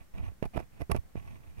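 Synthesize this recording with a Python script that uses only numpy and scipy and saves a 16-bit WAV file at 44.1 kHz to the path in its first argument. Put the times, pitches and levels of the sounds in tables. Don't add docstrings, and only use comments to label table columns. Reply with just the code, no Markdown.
import sys
import numpy as np
from scipy import signal
from scipy.fft import rfft, irfft, next_fast_len
from scipy.io import wavfile
from scipy.ndimage import uniform_filter1d

SR = 44100
rng = np.random.default_rng(int(sys.argv[2]) if len(sys.argv) > 2 else 0)


def boost_factor(decibels):
    exponent = np.asarray(decibels, float) / 20
    return 10 ** exponent


def wrap_up_sound(samples):
    columns = np.atleast_2d(samples).T
    tamed = np.clip(columns, -1, 1)
    steps = np.round(tamed * 32767).astype(np.int16)
    wavfile.write(sys.argv[1], SR, steps)


N = 70560
TIME_S = np.arange(N) / SR
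CAPSULE_HZ, CAPSULE_WIDE_HZ = 665, 75
RELEASE_S = 0.0075


def unit(x):
    return x / np.sqrt(np.mean(x ** 2) + 1e-20)


def filtered(x, response):
    size = next_fast_len(N + SR // 2)
    spectrum = rfft(x, size) * response(np.fft.rfftfreq(size, 1 / SR))
    return irfft(spectrum, size)[..., :N]


def mode(f, hz, wide_hz):
    return 1j * f * wide_hz / (hz * hz - f * f + 1j * f * wide_hz)


def ringing(peaks):
    return lambda f: sum((-1) ** k * boost_factor(db) * mode(f, hz, wide) for k, (hz, wide, db) in enumerate(peaks))


def slips(per_s, spread_db):
    chance, side, size = rng.random((3, N))
    happens = chance < per_s / SR
    return unit(happens * np.sign(side - .5) * boost_factor(-spread_db * np.log(size + 0.002)))


def stroke(rows, column, release_s):
    total = np.zeros(N)
    for row in rows:
        start_s, length_s = row[:2]
        attack = np.clip((TIME_S - start_s) / (0.0009 + 0.48 * length_s) + .5, 0, 1)
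        release = np.exp(-np.clip(TIME_S - start_s - length_s, 0, 1) / release_s)
        total += boost_factor(row[column]) * attack * release
    return total


# mode_hz, width_hz, left_db, right_db
FRAME_MODES = [(630, 26, -6, -17.5), (847, 49, 5.5, 0), (1136, 58, -36, -1.5), (1460, 140, -18.5, -12),
               (1870, 160, -14, -8.5), (2027, 54, -7, -3), (2450, 296, -12, -7.5), (2660, 120, -16.5, -15)]
LEFT_SIGNS = [-1, -1, -1, -1, -1, -1, 1, -1]


def frame(force):
    top_hz = 2630

    def response(f):
        modes = 0
        for (hz, wide, left_db, right_db), sign in zip(FRAME_MODES, LEFT_SIGNS):
            modes = modes + mode(f, hz, wide) * np.array([[sign * boost_factor(left_db)], [boost_factor(right_db)]])
        return modes * -1j * mode(f, top_hz, top_hz) * top_hz / (f + 1)

    return filtered(force, response)


# start_s, length_s, force_db, tip_pressure_db, sway_db
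STROKES = [(0, 0.019, -61, -58.5, -63), (0.141, 0.04, -59, -54.5, -46), (.178, 0.02, -59.5, -49.5, -44),
           (.203, 0.021, -67.5, -61.5, -46), (0.229, 0.041, -54, -56, -43),
           (.28, 0.0067, -57.5, -48, -46.5), (0.309, 0.0073, -70, -60, -72),
           (0.425, 0.0018, -45, -34.5, -42), (.436, 0.023, -54.5, -41.5, -49),
           (0.535, 0.017, -54.5, -45.5, -52), (.56, 0.01, -53, -43, -68), (0.567, 0.0077, -50, -36.5, -64),
           (0.587, 0.018, -51.5, -40.5, -51), (0.613, 0.026, -70, -60.5, -51),
           (0.731, 0.091, -67, -62.5, -58.5), (.801, 0.019, -53.5, -40.5, -58),
           (.897, 0.018, -51.5, -39, -54), (0.91, 0.011, -50.5, -36.5, -38.5),
           (0.946, 0.012, -50, -37.5, -49), (0.962, 0.016, -58, -48.5, -36), (1.034, 0.071, -83, -66, -75),
           (1.158, 0.03, -59.5, -52, -50), (1.191, 0.086, -64.5, -62.5, -53.5),
           (1.282, 0.088, -62.5, -60, -50.5), (1.385, 0.083, -71, -65.5, -58.5),
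           (1.471, 0.1, -69.5, -68.5, -57.5), (1.574, 0.044, -58.5, -62.5, -44.5)]


def rub():
    spread_db = 3.5
    swell = uniform_filter1d(uniform_filter1d(rng.standard_normal(N), size=300), size=300)
    force = stroke(STROKES, column=2, release_s=RELEASE_S) * boost_factor(3 * unit(swell))
    train = slips(3500, spread_db)
    body = frame(train * force) / np.std(frame(train)[0])

    def dull(f):
        peaks = mode(f, 360, 470) + boost_factor(3) * mode(f, CAPSULE_HZ, CAPSULE_WIDE_HZ)
        return peaks * (1 + 120 / (30 + 1j * f)) / (1 + 1j * f / 1100) ** 2

    press = slips(1900, spread_db)
    pressure = press * stroke(STROKES, column=3, release_s=RELEASE_S)
    tip = filtered(pressure, dull) / np.std(filtered(press, dull))
    return body + tip * np.array([[0], [1]]), force


# middle_s, signed_size [full scale], load_ms, release_ms
PUSHES = [(0.4265, -0.18, 0.82, 0.21), (0.4273, 0.14, 0.42, 0.59), (.429, 0.055, 0.35, .4),
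          (0.429, -0.024, 0.25, 0.33), (0.4566, 0.072, 1.05, 0.11), (.549, -0.034, 0.43, 0.83),
          (0.5576, 0.041, 0.76, 0.5), (0.5612, 0.065, 0.89, 0.24), (0.5625, -0.088, 0.37, 0.41),
          (0.566, .03, 0.31, 0.36), (.5692, 0.024, 0.29, 0.56), (0.569, 0.013, 0.15, 0.1),
          (.573, 0.074, 0.52, 0.074), (0.5748, -0.033, 0.11, 0.21), (0.5768, -0.15, 0.44, 0.3),
          (0.5778, -0.19, 0.13, 0.7), (0.5912, -0.0043, 0.23, 0.62), (0.5949, -0.043, 0.33, 0.3),
          (0.601, -0.05, 0.33, 0.26), (0.8251, .04, 1.3, 2.3), (0.3201, 0.0085, 0.56, 0.3),
          (0.8065, -0.049, 0.85, 0.77), (0.8135, -0.033, .15, 0.97), (0.8187, 0.096, 0.34, 0.39),
          (0.8187, -0.041, 0.066, 0.38), (0.8198, -0.04, 0.66, 1.1), (0.8967, -0.082, 0.55, 0.56),
          (0.8984, 0.082, 0.61, 0.44), (0.9001, 0.12, 0.31, 0.44), (0.9019, -.05, 0.52, 0.47),
          (.905, 0.067, 0.15, 0.75), (0.908, -0.046, 0.79, 0.33), (.9087, -0.017, 0.35, 0.26),
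          (.913, 0.087, 0.34, 0.24), (0.9138, -0.083, 0.28, 0.15), (0.9163, 0.028, 0.85, 0.031),
          (0.9178, -0.19, 0.11, 0.068), (0.9188, -0.14, 0.45, 1.4), (0.9231, 0.048, 0.28, 0.2),
          (0.925, 0.11, 1.5, 2.3), (.948, -0.17, 0.72, 0.21), (0.951, .05, 0.38, 0.52),
          (.951, -0.091, 0.18, 0.37), (.952, 0.09, 0.58, 0.2), (.954, 0.15, 0.49, 0.31),
          (0.9559, -0.051, .4, 0.38), (.965, 0.064, 0.16, 0.59), (0.9685, -0.036, 1.1, 0.32),
          (1.1561, -0.067, 0.72, 0.26), (1.157, 0.062, 0.61, 1.13)]


def pushes():
    total = np.zeros(N)
    for middle_s, size, load_ms, release_ms in PUSHES:
        side_ms = np.where(TIME_S < middle_s, load_ms, release_ms)
        total += size * np.exp(-.7 * np.abs((TIME_S - middle_s) * 1000 / side_ms) ** 1.5)
    return total


# start_s, level_db
TAPS = [(0.4266, -9), (.428, -2), (0.4302, -5), (.441, -6), (0.4442, -18), (.544, -16), (0.5924, -10),
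        (0.8184, -6), (0.9179, 1), (0.919, -1), (0.952, -12), (0.9652, -10), (1.1582, -14.5),
        (1.168, -11.5), (1.171, -20), (1.175, -15), (1.277, -16.5), (1.357, -19), (0.185, -12),
        (0.199, -22), (.252, -14), (0.263, -16), (0.287, -16)]


def poke():
    push, taps = pushes(), np.zeros(N)
    for start_s, level_db in TAPS:
        taps[round(start_s * SR)] = boost_factor(level_db)
    direct = filtered(push, lambda f: 1 + 0.54 * mode(f, CAPSULE_HZ, CAPSULE_WIDE_HZ))
    rebound = filtered(push, lambda f: mode(f, 58, 14.7))
    knock = frame(boost_factor(-25) * np.gradient(push) * 30 + taps)
    return np.array([-boost_factor(-20) * rebound, direct + rebound]) + knock


# middle_s, length_ms, level_db
CRACKLES = [(0.191, 3.8, -79), (0.265, 4.9, -76), (0.284, 2.5, -73), (0.4288, 4, -58), (0.43, 3, -67),
            (.44, 6.3, -87), (0.4565, 3.7, -56), (0.544, 7, -66), (0.562, 2.3, -58), (0.574, 2, -55),
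            (0.578, 1.4, -66), (0.601, 11, -65), (0.811, 9.7, -61), (0.8185, 0.86, -52), (.9, 2.6, -57.5),
            (0.9141, 1.2, -44), (.917, 1.7, -36), (0.93, 6.5, -64), (0.947, 2, -66), (0.954, 6.3, -60.5),
            (0.962, 2, -56), (0.965, 1.7, -51.5), (0.974, 2.6, -68), (1.1562, 1.2, -66),
            (1.275, 2.1, -64.5), (0.5967, 3.8, -70), (.602, 1.6, -61)]
# start_s, length_s, level_db
DRAGS = [
    (.15, 0.018, -78.5),
    (.235, 0.065, -81),
    (1.16, .055, -76),
    (1.225, 0.15, -76),
    (1.4, 0.166, -82),
    (1.575, .03, -75),
]
# peak_hz, width_hz, level_db
MESH = [(3580, 1800, 7), (5470, 1000, 8), (7900, 690, 5.5), (9300, 620, 6), (10600, 720, 11),
        (12900, 4900, -3)]
# peak_hz, width_hz, level_db
RASP = [(3200, 800, -1), (6000, 800, 0), (8900, 600, 1), (13000, 5000, -9)]


def crackle(force):
    burst, snaps = np.zeros(N), slips(10000, 4)
    for middle_s, length_ms, level_db in CRACKLES:
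        burst += boost_factor(level_db) * np.exp(-.5 * ((TIME_S - middle_s) * 1000 / length_ms) ** 2)
        snaps[round(middle_s * SR)] = -6
    rasp = snaps * (boost_factor(-17.5) * force + stroke(DRAGS, column=2, release_s=RELEASE_S))
    near = filtered(snaps * burst, ringing(MESH)) / np.std(filtered(snaps, ringing(MESH)))
    near = near + filtered(rasp, ringing(RASP)) / np.std(filtered(snaps, ringing(RASP)))
    knock = boost_factor(5) * frame(snaps * burst) / np.std(frame(snaps)[0])
    far = boost_factor(-20.5) * np.roll(near, 14)
    return np.array([far, near]) + knock


# start_s, signed_swing [full scale, left capsule], swing_hz
JOLTS = [(.008, 0.0064, 75), (0.137, 0.016, 58), (.179, -0.004, 70), (0.198, 0.021, 67),
         (0.231, -0.022, 73), (0.258, 0.000046, 79), (0.273, 0.035, 69), (0.32, -0.0068, 60),
         (0.433, -0.018, 74), (0.464, 0.025, 50.4), (.475, -0.0011, 46), (0.546, 0.007, 65.7),
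         (0.588, 0.0046, 59.6), (0.818, 0.022, 66), (0.919, 0.0035, 65.5), (0.963, 0.033, 57),
         (0.984, -0.023, 55.3), (1.049, 0.0053, 70), (1.149, -0.012, 73), (1.167, 0.021, 107),
         (1.1755, 0.011, 61), (1.226, -0.0021, 65), (1.283, -0.0021, 77.5), (1.307, -0.0016, 70),
         (1.477, -0.0056, 70), (1.58, -0.017, 72)]


def sway():
    left_gain, own_gain, swell_s = boost_factor(-5.5), boost_factor(-6), 0.0057
    rumble = boost_factor(-64.5)
    shakes = rng.standard_normal((2, N))
    rock = lambda f: mode(f, 70, 51.4) / (1 + 1j * f / 220) ** 2
    level = stroke(STROKES, column=4, release_s=0.0099) * boost_factor(7.5) + rumble
    both, own = filtered(shakes * level, rock) / np.std(filtered(shakes, rock))
    for start_s, swing, hz in JOLTS:
        since = np.clip(TIME_S - start_s, 0, 1)
        swell = since / swell_s * np.exp(1 - since / swell_s)
        both = both - swing / left_gain * np.sin(2 * np.pi * hz * since) * swell
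    return np.array([-left_gain * (both + own_gain * own), both])


# point_hz, level_db [per Hz]
HISS = [(30, -5.5), (170, -16), (404, -26), (801, -30), (2120, -32.5), (2600, -37.5), (3980, -40),
        (16000, -42)]


def hiss():
    hz, db = np.transpose(HISS)
    shape = lambda f: boost_factor(np.interp(np.log(f + 1), np.log(hz + 1), db))
    return boost_factor(-58.5) * unit(filtered(rng.standard_normal((2, N)), shape))


def scene():
    scratch, force = rub()
    return scratch + poke() + crackle(force) + sway() + hiss()


def roll_off(x):
    return signal.sosfilt(signal.butter(12, 16240, fs=SR, output="sos"), x)


def record(dry):
    limited = filtered(dry, lambda f: (f < 15830) * 1j * f / (28 + 1j * f))
    return roll_off(limited - .0008)


dry = scene()
out = record(dry)
wrap_up_sound(out)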